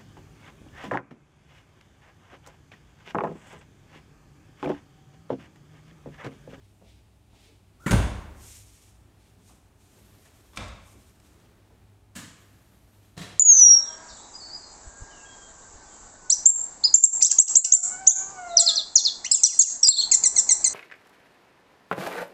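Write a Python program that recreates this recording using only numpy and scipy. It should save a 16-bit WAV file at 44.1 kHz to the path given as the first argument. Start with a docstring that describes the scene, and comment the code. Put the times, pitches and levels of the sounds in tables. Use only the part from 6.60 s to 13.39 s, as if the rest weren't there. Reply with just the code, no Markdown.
"""A heavy door shuts in a tiled bakery kitchen: noise rattles for latch and frame, damped modes boom for the leaf,
and a rising sine with a rush of noise whistles in the closing gap. It shuts once more, gently; two lighter,
more echoing knocks follow further off, each with a hollow thump of modes. Nearby, shaped noise makes the shuffle
of shoes and cloth, the footfalls and a few ticks, over a noise-and-sine hum of cooling machines."""
import sys
import numpy as np
from scipy import signal
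from scipy.fft import rfft, irfft
from scipy.io import wavfile
from scipy.ndimage import uniform_filter1d

SR = 44100
rng = np.random.default_rng(int(sys.argv[2]) if len(sys.argv) > 2 else 0)


def volts(x):
    """Linear amplitude factor 10**(x/20) for a level x in dB, scalar or array-like."""
    e = np.asarray(x, float) / 20
    return 10 ** e


def output_pcm(signal):
    """Save a mono or channel-first signal as 16-bit PCM at the path in sys.argv[1].

    Samples are clipped to [-1, 1] before scaling.
    """
    pcm = np.clip(np.atleast_2d(signal).T, -1, 1) * 32767
    wavfile.write(sys.argv[1], SR, np.round(pcm).astype(np.int16))


N = 299615
T = np.arange(N) / SR


def along(table, hz):
    """Read (Hz, value) points on a log-frequency axis."""
    point_hz, values = np.transpose(table)
    return np.interp(np.log(np.maximum(hz, 1)), np.log(point_hz), values)


def unit(x):
    """Scale to rms 1."""
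    return x / np.sqrt(np.mean(x ** 2))


def noise(colour, size=N, rings=(), tilt_db=0, lumps_db=0):
    """Noise of rms 1 coloured by (Hz, dB) points, narrow resonances, a tilt per octave about 1 kHz and chance lumps."""
    hz = np.fft.rfftfreq(size, 1 / SR)
    db = along(colour, hz)
    for ring_hz, width_hz, up_db in rings:
        db = db + up_db / (1 + (2 * (hz - ring_hz) / width_hz) ** 2)
    db = db + tilt_db * np.log2(np.maximum(hz, 20) / 1000)
    db = db + lumps_db * np.interp(hz, np.linspace(0, SR / 2, 500), rng.standard_normal(500))
    return unit(irfft(rfft(rng.standard_normal(size)) * volts(db), size))


def band(centre_hz, width_hz, size=N):
    """Noise of rms 1 through one resonance."""
    hz = np.fft.rfftfreq(size, 1 / SR)
    resonance = 1 / (1 + (2 * (hz - centre_hz) / width_hz) ** 2)
    return unit(irfft(rfft(rng.standard_normal(size)) * resonance, size))


def walk(rate):
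    """Random levels held for 1 / rate seconds, smoothed twice into slow slews and scaled to rms 1."""
    hold = int(SR / rate)
    held = np.repeat(rng.standard_normal(N // hold + 1), hold)[:N]
    return unit(uniform_filter1d(uniform_filter1d(held, hold), hold))


def add(out, start_s, x):
    """Mix x into out from start_s."""
    i = int(start_s * SR)
    out[i:i + len(x)] += x[:len(out) - i]


def fade(t, t60):
    """Exponential decay, 60 dB in t60 seconds (2 ms at the least)."""
    return np.exp(-np.log(1000) * t / max(t60, .002))


# How long the kitchen rings at each pitch: pitch_hz [Hz], t60_s [s]
KITCHEN_DECAY = [(60, 1), (250, 0.71), (1000, 0.89), (2000, 0.83), (4000, 0.77), (8000, 0.65), (14000, 0.4)]


def echoes(colour, rings=(), build_s=0.0056):
    """Dense echoes off tiles and steel after one click: they build up, then each half octave dies at its own rate."""
    t = T[:SR]
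    spectrum = rfft(noise(colour, size=len(t), rings=rings, lumps_db=2.5))
    octaves = np.log2(np.maximum(np.fft.rfftfreq(len(t), 1 / SR), 1) / 45)  # octaves above 45 Hz
    tail = 0
    for k in np.arange(0, 9, .5):
        t60 = along(KITCHEN_DECAY, 45 * 2 ** k)
        share = np.clip(1 - 2 * abs(octaves - k), 0, 1)  # overlapping half-octave triangles
        tail = tail + irfft(spectrum * share, len(t)) * fade(t, t60) / np.sqrt(t60)
    return unit(tail * (1 - np.exp(-t / build_s)))


def kitchen(x):
    """The room's answer to a sound: convolution with a flat-coloured echo tail of unit energy."""
    tail = echoes([(20, 0), (20000, 0)])
    return signal.fftconvolve(x, tail / np.sqrt(len(tail)))[:N]


# Colour of the broad fan noise: pitch_hz [Hz], density_db [dB per Hz, relative]
FAN_COLOUR = [(12, -59.5), (20, -16), (47, -3.5), (101, -4), (126, -7.5), (208, -14.5), (428, -16),
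              (465, -28), (520, -22.5), (727, -23), (1930, -32), (2480, -29.5), (5110, -36.5),
              (8670, -36.5), (15600, -45)]
# Wavering bands of motor hum: pitch_hz [Hz], width_hz [Hz], level_db [dB rms, middle of the waver]
MOTOR_BANDS = [(60.2, 13, -64.5), (100.5, 13.6, -65.5), (199.5, 11, -75.5), (300, 11, -78)]
# Partials of the thin fan whine: multiple [of 107 Hz], level_db [dB rms]
WHINE_PARTIALS = [(6, -82.5), (7, -83.5), (8, -82.5)]


def machines():
    """Broad fan noise, wavering narrow bands of motor hum, a mains sine that drifts in level and a steady thin whine."""
    fan_db, mains_hz, mains_db, whine_hz = -61, 101, -64.5, 107
    hum = sum(volts(level_db + 1.5 * walk(6)) * band(pitch_hz, width_hz)
              for pitch_hz, width_hz, level_db in MOTOR_BANDS)
    mains = volts(mains_db + 2.9 * walk(3.81)) * np.sqrt(2) * np.sin(2 * np.pi * mains_hz * T)
    whine = sum(volts(level_db) * np.sqrt(2) * np.sin(2 * np.pi * multiple * whine_hz * T)
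                for multiple, level_db in WHINE_PARTIALS)
    fan = volts(fan_db + .7 * walk(3)) * noise(FAN_COLOUR)
    return fan + hum + mains + whine


# Scuffs of sole and cloth: start_s [s, full strength], hold_s [s], scrape_db [dB before the grain],
# swish_db and hiss_db [dB against the scrape]
SCUFF_MOVES = [(0.02, .03, -73.5, -20, -20), (0.06, .16, -87, 9.5, 3), (0.285, 0.028, -64.5, -8, -21),
               (0.77, 0.098, -63.5, -6.5, -17), (1.83, 0.047, -61.5, 7.5, 1),
               (1.911, 0.049, -59, 6.5, -1.5), (2.1, .18, -67.5, 3.5, -5), (2.62, 0.072, -71, -2, -9),
               (2.875, 0.022, -67, 4.5, -4), (3.22, 0.16, -71, 2.5, -3.5), (3.39, .22, -69.5, -1, -0.5),
               (3.655, 0.018, -67, 1.5, -6), (3.76, .2, -71, 0.5, -2), (4.27, 0.047, -72, 8.5, 2),
               (4.4, 0.1, -71.5, 2, -2), (4.65, .04, -70.5, 1.5, -5), (4.8, 0.064, -71.5, -6, -15),
               (5.0, .3, -78.5, -13, -22), (5.8, .3, -73, -1, 0), (6.15, .25, -75.5, -0.5, 1.5),
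               (6.44, 0.051, -73, -1.5, -2)]
# Low rubbing of soles: time_s [s], level_db [dB before waver and grain]
SOLE_RUB = [(0, -83), (.6, -79), (.87, -72), (1.08, -86), (1.19, -71), (1.75, -54), (1.93, -63.5),
            (2.1, -68.5), (2.3, -65.5), (2.9, -68.5), (3.1, -68.5), (3.66, -60), (4.3, -69), (4.86, -61.5),
            (5.25, -66.5), (5.5, -73.5), (5.93, -60.5), (6.55, -69)]


def shuffle():
    """Soles rub throughout; each scuff swells fast and dies slower as scrape, swish and hiss; all slightly grainy."""
    rise_db_per_s, fall_db_per_s = 201, 96
    rub = [(120, -1), (250, 0.5), (700, -10.0), (1800, -12.5), (3000, -29)]
    scrape = [(1000, -25), (2200, -2.5), (3800, -2.5), (5500, -7.5), (8000, -25)]
    swish = [(3500, -25.0), (5500, -3), (6800, -0.5), (9500, -1.5), (10500, -12.0), (13000, -33)]
    hiss = [(8500, -15), (10600, -5.0), (12500, -1), (14500, -12), (16000, -22)]
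    start_s, hold_s, scrape_db, swish_db, hiss_db = np.array(SCUFF_MOVES).T[:, :, None]
    rise_db = rise_db_per_s * np.maximum(start_s - T, 0)
    fall_db = fall_db_per_s * np.maximum(T - start_s - hold_s, 0)
    power = volts(2 * (scrape_db - rise_db - fall_db))  # one row per scuff
    out = noise(rub) * volts(np.interp(T, *np.transpose(SOLE_RUB)) + 1.2 * walk(12))
    for colour, up_db in ((scrape, 0 * scrape_db), (swish, swish_db), (hiss, hiss_db)):
        strength = np.sqrt(volts(2 * up_db[:, 0]) @ power)  # overlapping scuffs add in power
        out = out + noise(colour) * strength
    grain = volts(0.94 * walk(60))
    return out * grain


# Small dry ticks: start_s [s], level_db [dB at the onset]
TICK_HITS = [(3.655, -61), (4.082, -48), (4.6, -56.5), (4.648, -68), (4.8, -61)]


def ticks():
    """Tiny broad clicks: noise that starts at once and dies within hundredths of a second."""
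    out, t = np.zeros(N), T[:2048]
    for start_s, level_db in TICK_HITS:
        click = noise([(500, -20), (2000, 1), (8000, -4), (14000, -22)], size=len(t))
        add(out, start_s, volts(level_db) * click * fade(t, 0.032))
    return out


# Soft footfalls: start_s [s], level_db [dB before the envelope], top_hz [Hz, where the dullness sets in]
FOOTFALLS = [(0.211, -50.5, 610), (0.726, -57.5, 840), (0.881, -57, 400), (2.778, -54.5, 300),
             (2.89, -55, 1050), (3.369, -56, 520), (3.65, -57.5, 2200), (4.338, -49.5, 335),
             (5.101, -55, 724)]


def steps():
    """Soft soles: dull puffs of noise with a rounded start."""
    out, t = np.zeros(N), T[:8192]
    for start_s, level_db, top_hz in FOOTFALLS:
        colour = [(90, -30), (200, 0), (top_hz, -4), (3 * top_hz, -30), (9 * top_hz, -55)]
        shape = (1 - np.exp(-t / 0.0049)) * fade(t, 0.22)
        add(out, start_s, volts(level_db) * noise(colour, size=len(t)) * shape)
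    return out


def boom(modes, blows):
    """Each blow pushes damped modes; a longer push favours the lows, and those under 140 Hz swell in late."""
    out, t = np.zeros(N), T[:SR]
    rings = np.array([volts(level_db) * np.sin(2 * np.pi * pitch_hz * t) * fade(t, t60_s)
                      for pitch_hz, level_db, t60_s in modes])
    low = np.array(modes)[:, 0] < 140
    lows = rings[low].sum(axis=0) * (1 - np.exp(-t / 0.015))
    highs = rings[~low].sum(axis=0)
    for start_s, boom_db, contact_ms, low_db in blows:
        push = np.sin(np.pi * np.clip(t[:512] * 1000 / contact_ms, 0, 1))  # half-sine contact
        struck = signal.fftconvolve(highs + volts(low_db) * lows, push / push.sum())
        add(out, start_s, volts(boom_db) * struck)
    return out


# Modes of the hollow thump: pitch_hz [Hz], level_db [dB, relative], t60_s [s]
HOLLOW_MODES = [(74, -10, 0.3), (109, -20, 0.26), (120, 2, 0.53), (151.6, -3, 0.52), (164, 4, 0.2),
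                (184.5, 2, 0.36), (195.3, 2, 0.53), (276, -5, 0.53), (320, -5, 0.26), (346, -9, .2)]
# Its blows: start_s [s], boom_db [dB on the modes], contact_ms [ms], low_db [dB on modes under 140 Hz]
HOLLOW_BLOWS = [(5.560, -52, 1.7, 0), (6.576, -48, 2.3, -12), (6.608, -48, 2.5, -6)]


def thump():
    """The hollow thump under the knocks: blows ring a small set of low modes."""
    return boom(HOLLOW_MODES, HOLLOW_BLOWS)


# Air squeezed through the closing gap: start_s [s], shut_s [s], first_hz [Hz], last_hz [Hz, approached],
# level_db [dB, peak of the tone before its flutter]
GAP_WHISTLES = [(1.198, 1.264, 1115, 1416, -54), (3.927, 3.968, 1080, 1173, -65)]


def whistle():
    """An unsteady edge tone that rises as the gap narrows, with the rush of the air."""
    glide_s, edge_s = .011, .005  # time constant of the rise; length of each fade
    out = 0
    rush = noise([(300, 4), (1300, -1), (2500, -15), (7000, -7), (11000, -14)])
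    for start_s, shut_s, first_hz, last_hz, level_db in GAP_WHISTLES:
        glide = last_hz + (first_hz - last_hz) * np.exp(-np.maximum(T - start_s, 0) / glide_s)
        pitch = glide * (1 + .04 * walk(400))
        gate = np.clip(np.minimum(T - start_s, shut_s - T) / edge_s + .5, 0, 1)
        gain = gate * volts(level_db + 2.5 * walk(150))
        tone = np.sin(2 * np.pi * np.cumsum(pitch) / SR)
        out = out + gain * (tone + volts(-6) * rush)
    return out


# Every rattling blow: start_s [s], thing [0 latch, 1 slam, 2 gentle shutting, 3 bright knock, 4 dull knock],
# level_db [dB before the envelope], tilt_db [dB per octave], t60_s [s]
RATTLE_BLOWS = [(1.261, 0, -20, -1.1, 0.16), (1.308, 1, -20.5, 1.5, 0.085), (1.328, 1, -17.5, -0.5, 0.065),
                (3.932, 2, -53, 1, 0.06), (3.946, 2, -52, -2, .05), (3.959, 2, -45.5, 8, .09),
                (3.972, 2, -26.5, 2, 0.028), (4.005, 2, -32.5, 0.5, 0.029), (4.021, 2, -39, -1, 0.027),
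                (5.551, 3, -40, 2.5, 0.052), (5.560, 3, -38, 2.5, 0.068), (5.576, 3, -47, 0, 0.034),
                (6.566, 4, -44.5, 0, 0.062), (6.576, 4, -38.5, 1.5, 0.04), (6.610, 4, -42, 3, 0.093)]
# Colour of each thing, one list apiece: pitch_hz [Hz], density_db [dB per Hz, relative]
RATTLE_COLOURS = [
    [(88, -23), (150, 2.5), (279, -3.5), (682, -24), (1070, -13), (1370, -12.5), (2230, -13.5),
     (2510, -23.5), (4070, -28), (5240, -35), (7300, -24), (15600, -44)],
    [(88, -38), (150, -4), (381, -9), (412, -9), (1070, -14), (1220, -20.5), (1510, -18), (1730, -20.5),
     (3770, -24.5), (4400, -29.5), (9210, -33.5), (15600, -46.5)],
    [(88, -17), (150, -4.5), (302, -9), (437, -15), (573, -10.5), (709, -12.5), (1130, -11), (2060, -18),
     (2320, -18.5), (8200, -28.5), (13100, -49), (15600, -61)],
    [(47, -39), (80, -9), (189, -4), (321, -11), (366, -18.5), (679, -16.5), (758, -26), (1230, -11.5),
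     (1350, -18.5), (2980, -17.5), (5900, -21), (6880, -16), (15600, -35)],
    [(47, -43), (80, -28), (162, -11.5), (231, -20), (275, -9.5), (409, -14.5), (545, -12), (793, -21),
     (885, -18), (2390, -19), (3960, -23), (7850, -25.5), (15600, -45.5)],
]
# Narrow resonances of each thing, one list apiece: pitch_hz [Hz], width_hz [Hz], up_db [dB above the colour]
RATTLE_RINGS = [
    [(940, 49, 1.5), (1380, 120, 8), (1800, 74, 1), (2100, 140, 1)],
    [(582, 46, 5.5), (960, 36, 6), (1050, 55, 0), (1524, 68, 12), (2750, 150, 6), (3800, 110, -4),
     (6600, 460, 11.5), (9170, 840, 12)],
    [(565, 22, 8), (950, 31, 0), (1105, 54, 11.5), (1740, 60, -4), (2330, 130, 10), (2670, 100, 10),
     (3590, 510, 10), (4530, 130, 2)],
    [(312, 29, 10.5), (995, 26, 17), (1280, 28, -6), (1680, 420, 13), (2940, 87, 9), (3180, 80, 6),
     (6800, 220, 1), (8100, 400, 7)],
    [(168, 28, 21), (280, 23, 3), (530, 26, -5), (720, 30, 15), (1780, 80, 12), (2850, 90, 6),
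     (3273, 97, 10), (4000, 400, 12)],
]
# Echo of each thing, further off is wetter: echo_db [dB against the blow, before scaling by root t60_s]
RATTLE_ECHO = [-13, -10.5, -9, -4, -2.5]


def clatter():
    """Latch, frame and knocked things rattle unevenly; each blow stirs echoes in step with its energy."""
    ring_share = .6  # share of each resonance's dB height left in the echoes
    out, t = np.zeros(N), T[:8192]
    for start_s, thing, level_db, tilt_db, t60_s in RATTLE_BLOWS:
        colour, rings = RATTLE_COLOURS[thing], RATTLE_RINGS[thing]
        shape = (1 - np.exp(-t / (0.036 * t60_s))) * fade(t, t60_s)  # longer rattles start softer
        shape = shape * volts(2.5 * walk(250)[:len(t)])
        rattle = noise(colour, size=len(t), rings=rings, tilt_db=tilt_db)
        add(out, start_s, volts(level_db) * rattle * shape)
        blurred = [(pitch_hz, width_hz, ring_share * up_db) for pitch_hz, width_hz, up_db in rings]
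        echo_gain = volts(level_db + RATTLE_ECHO[thing]) * np.sqrt(t60_s)
        add(out, start_s, echo_gain * echoes(colour, blurred))
    return out


# Modes of leaf, frame and the air behind: pitch_hz [Hz], level_db [dB, relative], t60_s [s]
LEAF_MODES = [(40.8, -13.5, 1.23), (56.3, 0, 0.54), (64.2, -1, 0.35), (71.8, -9, 1.17), (90.1, -0.5, 0.4),
              (102.6, -20.5, 1.4), (104, -23.5, 1.5), (115.8, 8.5, 0.17), (127.6, 1, 0.098),
              (148, -9.5, 0.43), (180, -5.5, 0.13), (198.4, -14.5, 0.96), (211, -3, 0.09),
              (259.4, -25, 0.25), (269, -15.5, 0.19), (340, -30, 0.2), (421, -16, 0.21), (566, -7.5, 0.24),
              (994, -2, 0.24), (1120, -13, .2), (1370, -14, .12), (1550, -17, .12), (1990, -19, .1)]
# Blows on the leaf: start_s [s], boom_db [dB on the modes], contact_ms [ms], low_db [dB on modes under 140 Hz]
LEAF_BLOWS = [(1.263, -30, 0.9, -21), (1.310, -16.5, 2.3, -10), (1.328, -15.5, 1.83, 1.5),
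              (1.338, -22.5, 2.3, -13), (3.973, -42, 2.1, 4.5), (4.001, -44.5, 6.8, 12)]


def door():
    """The heavy leaf bangs into its frame: blows ring the modes of leaf, frame and the air behind."""
    return boom(LEAF_MODES, LEAF_BLOWS)


def scene():
    """Every source direct, plus the kitchen's answer to the footfalls, the whistle and the booming bodies."""
    body, step, gap = door() + thump(), steps(), whistle()
    wet = kitchen(volts(-6.5) * step + volts(-8) * gap + volts(-13) * body)
    return (body + step + gap + wet + clatter() + ticks() + shuffle() + machines())[None]


def roll_off(x):
    """The treble ends steeply here."""
    return signal.sosfilt(signal.butter(12, 15710, fs=SR, output="sos"), x)


def record(dry):
    """A small microphone loses the deepest bass and rounds the loudest peaks; a steep low-pass sits at 15.7 kHz."""
    dry = signal.sosfilt(signal.butter(2, 35, "high", fs=SR, output="sos"), dry)
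    dry = signal.sosfilt(signal.ellip(8, .2, 60, 15700, fs=SR, output="sos"), dry)
    dry = .6 * np.tanh(dry / .6)
    return roll_off(dry)


dry = scene()
out = record(dry)
output_pcm(out)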